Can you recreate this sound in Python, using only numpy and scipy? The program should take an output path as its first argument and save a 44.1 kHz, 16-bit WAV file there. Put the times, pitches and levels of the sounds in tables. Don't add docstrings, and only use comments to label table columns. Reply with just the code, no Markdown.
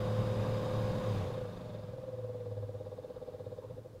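import sys
import numpy as np
from scipy import signal
from scipy.fft import rfft, irfft
from scipy.io import wavfile
from scipy.ndimage import uniform_filter1d

SR = 44100
rng = np.random.default_rng(int(sys.argv[2]) if len(sys.argv) > 2 else 0)


def to_wav(sig):
    pcm = np.clip(np.atleast_2d(sig), -1, 1) * 32767
    pcm = np.round(pcm).astype(np.int16)
    wavfile.write(sys.argv[1], SR, pcm.T)


N = 176400

# time_s, speed_hz
SHAFT_SPEED = [(0, 36.26), (.45, 36.51), (.6, 36.41), (1, 36.49), (1.08, 36.7), (1.2, 33.5), (1.33, 28.2),
               (1.45, 26), (1.65, 23.1), (1.85, 20.9), (2.05, 19.65), (2.3, 18.46), (2.6, 17.43),
               (3, 16.82), (3.3, 16.64), (3.68, 16.54), (3.75, 13.3), (3.82, 13.14), (4, 7.31)]
# shaft_order, weight_db
HUM_ORDERS = [(3, 13.5), (4, 5.5), (5, 2), (6, 5.5), (7, -7.5), (8, -3), (9, -7), (11, -2), (13, -10)]
# time_s, level_db
HUM_ENVELOPE = [(0, -37), (.08, -37), (.45, -36.5), (.68, -45.5), (.82, -33), (1, -40.5), (1.15, -33.5),
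                (1.28, -42), (1.36, -47), (1.6, -51.5), (1.92, -46.5), (2.04, -52), (2.17, -46),
                (2.42, -46), (2.53, -40.5), (2.8, -47), (2.93, -51.5), (3.03, -64), (3.3, -57.5),
                (3.52, -50), (3.63, -62), (3.75, -46.5), (3.85, -56), (4, -57)]
# shaft_order, level_db
WHINE_ORDERS = [(6, -51), (7, -63.5), (9, -57), (11, -58), (12, -59), (13, -52), (14, -41), (15, -49.5),
                (16, -50), (17, -56), (19, -82), (20, -65), (29, -61.5), (40, -66.5), (44, -69), (102, -72),
                (103, -66), (132, -73.5), (136, -74), (137, -74.5)]
# time_s, gain_db
RUB_ENVELOPE = [(1.05, -57), (1.17, -46.5), (1.4, -46.5), (1.52, -52), (1.88, -52), (2.05, -52),
                (2.33, -53.5), (2.65, -52), (3.1, -52.5), (3.58, -51.5), (3.72, -56), (3.8, -55.5),
                (3.88, -61), (4, -66)]
# shaft_order, gain_db
ROTOR_ACCENTS = [(15, 0), (16, 1.5), (17, 0), (18, -1.5), (19, 3.5), (20, -4), (21, -3), (22, -2),
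                 (23, -22.5), (24, 1), (25, -9.5), (26, 4.5), (27, 7), (28, 1)]
# freq_hz, gain_db
HOUSING_RESPONSE = [(100, -38), (150, -15.5), (200, -26), (265, -16.5), (340, -35), (400, -14.5),
                    (440, -10.5), (462, -31), (482, -0.5), (502, 1.5), (530, -2), (560, -37), (590, -10),
                    (618, -5), (645, -37), (730, -51), (800, -16.5), (860, -32), (1200, -36.5)]
# freq_hz, relative_db
GRIT_SPECTRUM = [(100, -8), (250, -24.5), (550, 22), (800, -2), (1150, -5), (1500, -19), (2500, -19),
                 (8000, -54)]
# freq_hz, relative_db
AIR_SPECTRUM = [(15, -2), (40, 1), (80, 1.5), (120, 10), (165, 6), (205, 2.5), (238, -8.5), (275, -1),
                (350, -5.5), (430, -1), (600, -6.5), (700, -6), (880, -8.5), (1050, -6), (1220, -9),
                (1350, -16.5), (1480, -16), (1950, -20), (2600, -21.5), (3500, -22.5), (4300, -27.5),
                (5000, -28), (5600, -31), (7000, -33), (9000, -38), (12000, -38.5), (15500, -44.5)]
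# centre_hz, width_hz, gain_db
CAN_MODES = [(1634, 26, -72.5), (3560, 200, -72.5), (3723, 39, -73.5), (4200, 410, -73.5), (4750, 20, -84),
             (4953, 14, -78.5), (6940, 41, -85)]
# time_s, gain_db
BRUSH_ENVELOPE = [(0, 0.5), (1.2, 3.5), (1.45, -2.5), (1.75, -2.5), (2.1, -13.5), (2.9, -9.5), (3.6, -11),
                  (4, -24)]
# peak_s, half_length_s, centre_hz, width_hz, level_db
BUMP_EVENTS = [(3.187, .016, 100, 70, -50), (3.175, .015, 1100, 300, -63), (3.64, .022, 920, 160, -59),
               (3.72, .06, 110, 90, -54)]
# freq_hz, relative_db
BACKGROUND_SPECTRUM = [(15, -8), (50, -4.5), (120, 8), (200, -2), (350, 0.5), (700, -9), (1500, -19),
                       (2500, -28.5), (4000, -25), (6000, -29.5), (9000, -32), (15500, -34.5)]

TIME_S = np.arange(N) / SR
FULL_SPEED_HZ, POWER_OFF_S = 36.4, 1.09


def amp(db):
    return 10 ** (np.asarray(db) / 20)


def unit(x):
    return x / np.sqrt(np.mean(x ** 2) + 1e-20)


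def curve(points):
    return np.interp(TIME_S, *np.transpose(points))


def response(points, hz):
    freq_hz, gain_db = np.transpose(points)
    return amp(np.interp(np.log(hz + 1), np.log(freq_hz), gain_db))


def resonance(hz, centre_hz, width_hz):
    return 1 / (1 + 2j * (hz - centre_hz) / width_hz) ** 2


def noise(gain):
    white = rfft(rng.standard_normal(N))
    return unit(irfft(white * gain(np.fft.rfftfreq(N, 1 / SR)), N))


def band(centre_hz, width_hz):
    return noise(lambda hz: 1 / (1 + ((hz - centre_hz) / width_hz) ** 2))


def drift(rate_hz):
    return noise(lambda hz: np.exp(-(hz / rate_hz) ** 2) * (hz > 0))


def hum(speed_hz, turns, boom_hz=111.8, width_hz=16, waver_db=2.5):
    tones, power = np.zeros(N), np.zeros(N)
    for order, weight_db in HUM_ORDERS:
        k = round(order)
        gain = amp(weight_db) * abs(resonance(k * speed_hz, boom_hz, width_hz))
        tones += gain * np.cos(2 * np.pi * (k * turns + rng.random()))
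        power += gain ** 2 / 2
    shake_db = waver_db * drift(rate_hz=11) * speed_hz / FULL_SPEED_HZ
    return tones / np.sqrt(power) * amp(curve(HUM_ENVELOPE) + shake_db)


def whine(turns, waver_db=.7, fade_db_per_s=92):
    tones = np.zeros(N)
    for order, level_db in WHINE_ORDERS:
        gain = amp(level_db + waver_db * drift(rate_hz=13.4))
        tones += gain * np.cos(2 * np.pi * (round(order) * turns + rng.random()))
    coast_s = np.maximum(TIME_S - POWER_OFF_S, 0)
    return np.sqrt(2) * tones * amp(-fade_db_per_s * coast_s)


def rub(speed_hz, turns, waver_db=.5):
    strength = amp(curve(RUB_ENVELOPE) + waver_db * drift(rate_hz=4))
    return strength * knock(speed_hz, turns) + unit(strength) * grit(turns)


def knock(speed_hz, turns, ring_hz=535, span_hz=139, lead_turns=.12, tight_rad=.3, loose_rad=.7):
    scatter = rng.uniform(-np.sqrt(3), np.sqrt(3), 70)
    accent_db = {round(order): db for order, db in ROTOR_ACCENTS}
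    pulses = np.zeros(N)
    for k in range(1, len(scatter)):
        order_hz = k * speed_hz
        gain = amp(accent_db.get(k, 0)) * response(HOUSING_RESPONSE, order_hz)
        ring = np.exp(-((order_hz - ring_hz) / span_hz) ** 6)
        tight = np.cos(2 * np.pi * k * turns + tight_rad * scatter[k])
        early = np.cos(2 * np.pi * k * (turns + lead_turns) + loose_rad * scatter[k])
        pulses += gain * (ring * tight + (1 - ring) * early)
    return np.sqrt(2) * pulses


def grit(turns, gain_db=-51.5, lead_turns=.22, rise_turns=.067):
    since_touch = (turns + lead_turns) % 1 / rise_turns
    contact = np.sqrt(since_touch * np.exp(1 - since_touch))
    return amp(gain_db) * contact * noise(lambda hz: response(GRIT_SPECTRUM, hz))


def air(speed_hz, full_speed_db=-39.5, db_per_octave=18, patch_db=1, lag_s=.065):
    steady = noise(lambda hz: response(AIR_SPECTRUM, hz))
    spectrogram = signal.stft(steady, nperseg=512)[2]
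    patches = uniform_filter1d(rng.standard_normal(spectrogram.shape), size=6, axis=0)
    patches = unit(uniform_filter1d(patches, size=8, axis=1))
    rush = signal.istft(spectrogram * amp(patch_db * patches), nperseg=512)[1][:N]
    flow = np.interp(TIME_S - lag_s, TIME_S, speed_hz) / FULL_SPEED_HZ
    return unit(rush) * amp(full_speed_db + db_per_octave * np.log2(flow))


def drone(speed_hz, turns, centre_hz=182.3, width_hz=58.5, gain_db=-50, knee_hz=22.5, db_per_octave=41.5):
    tones = np.zeros(N)
    for k in range(4, 16):
        phasor = np.exp(2j * np.pi * (k * turns + rng.random()))
        tones += (phasor * resonance(k * speed_hz, centre_hz, width_hz)).real
    slow_db = db_per_octave * np.minimum(np.log2(speed_hz / knee_hz), 0)
    return np.sqrt(2) * tones * speed_hz / FULL_SPEED_HZ * amp(gain_db + slow_db)


def brushes(turns, depth=.6, lead_turns=.067):
    hiss = sum(amp(db) * band(hz, width_hz) for hz, width_hz, db in CAN_MODES)
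    swell = 1 + depth * np.cos(2 * np.pi * (turns + lead_turns))
    return hiss * swell * amp(curve(BRUSH_ENVELOPE))


def bumps():
    out = np.zeros(N)
    for peak_s, half_length_s, centre_hz, width_hz, level_db in BUMP_EVENTS:
        envelope = np.exp(-((TIME_S - peak_s) / half_length_s) ** 2)
        out += amp(level_db) * envelope * band(centre_hz, width_hz)
    return out


def background(level_db=-57.5):
    return amp(level_db) * noise(lambda hz: response(BACKGROUND_SPECTRUM, hz))


def scene():
    speed_hz = curve(SHAFT_SPEED)
    turns = np.cumsum(speed_hz) / SR
    blower = hum(speed_hz, turns) + whine(turns) + rub(speed_hz, turns)
    blower += air(speed_hz) + drone(speed_hz, turns) + brushes(turns)
    return (blower + bumps() + background())[None]


def record(dry, fade_in_s=.003, cutoff_hz=15750):
    faded = dry * np.minimum(TIME_S / fade_in_s, 1)
    lowpass = signal.firwin(511, cutoff_hz, window=("kaiser", 9), fs=SR)
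    return signal.oaconvolve(faded, lowpass[None], "same")


dry = scene()
out = record(dry)
to_wav(out)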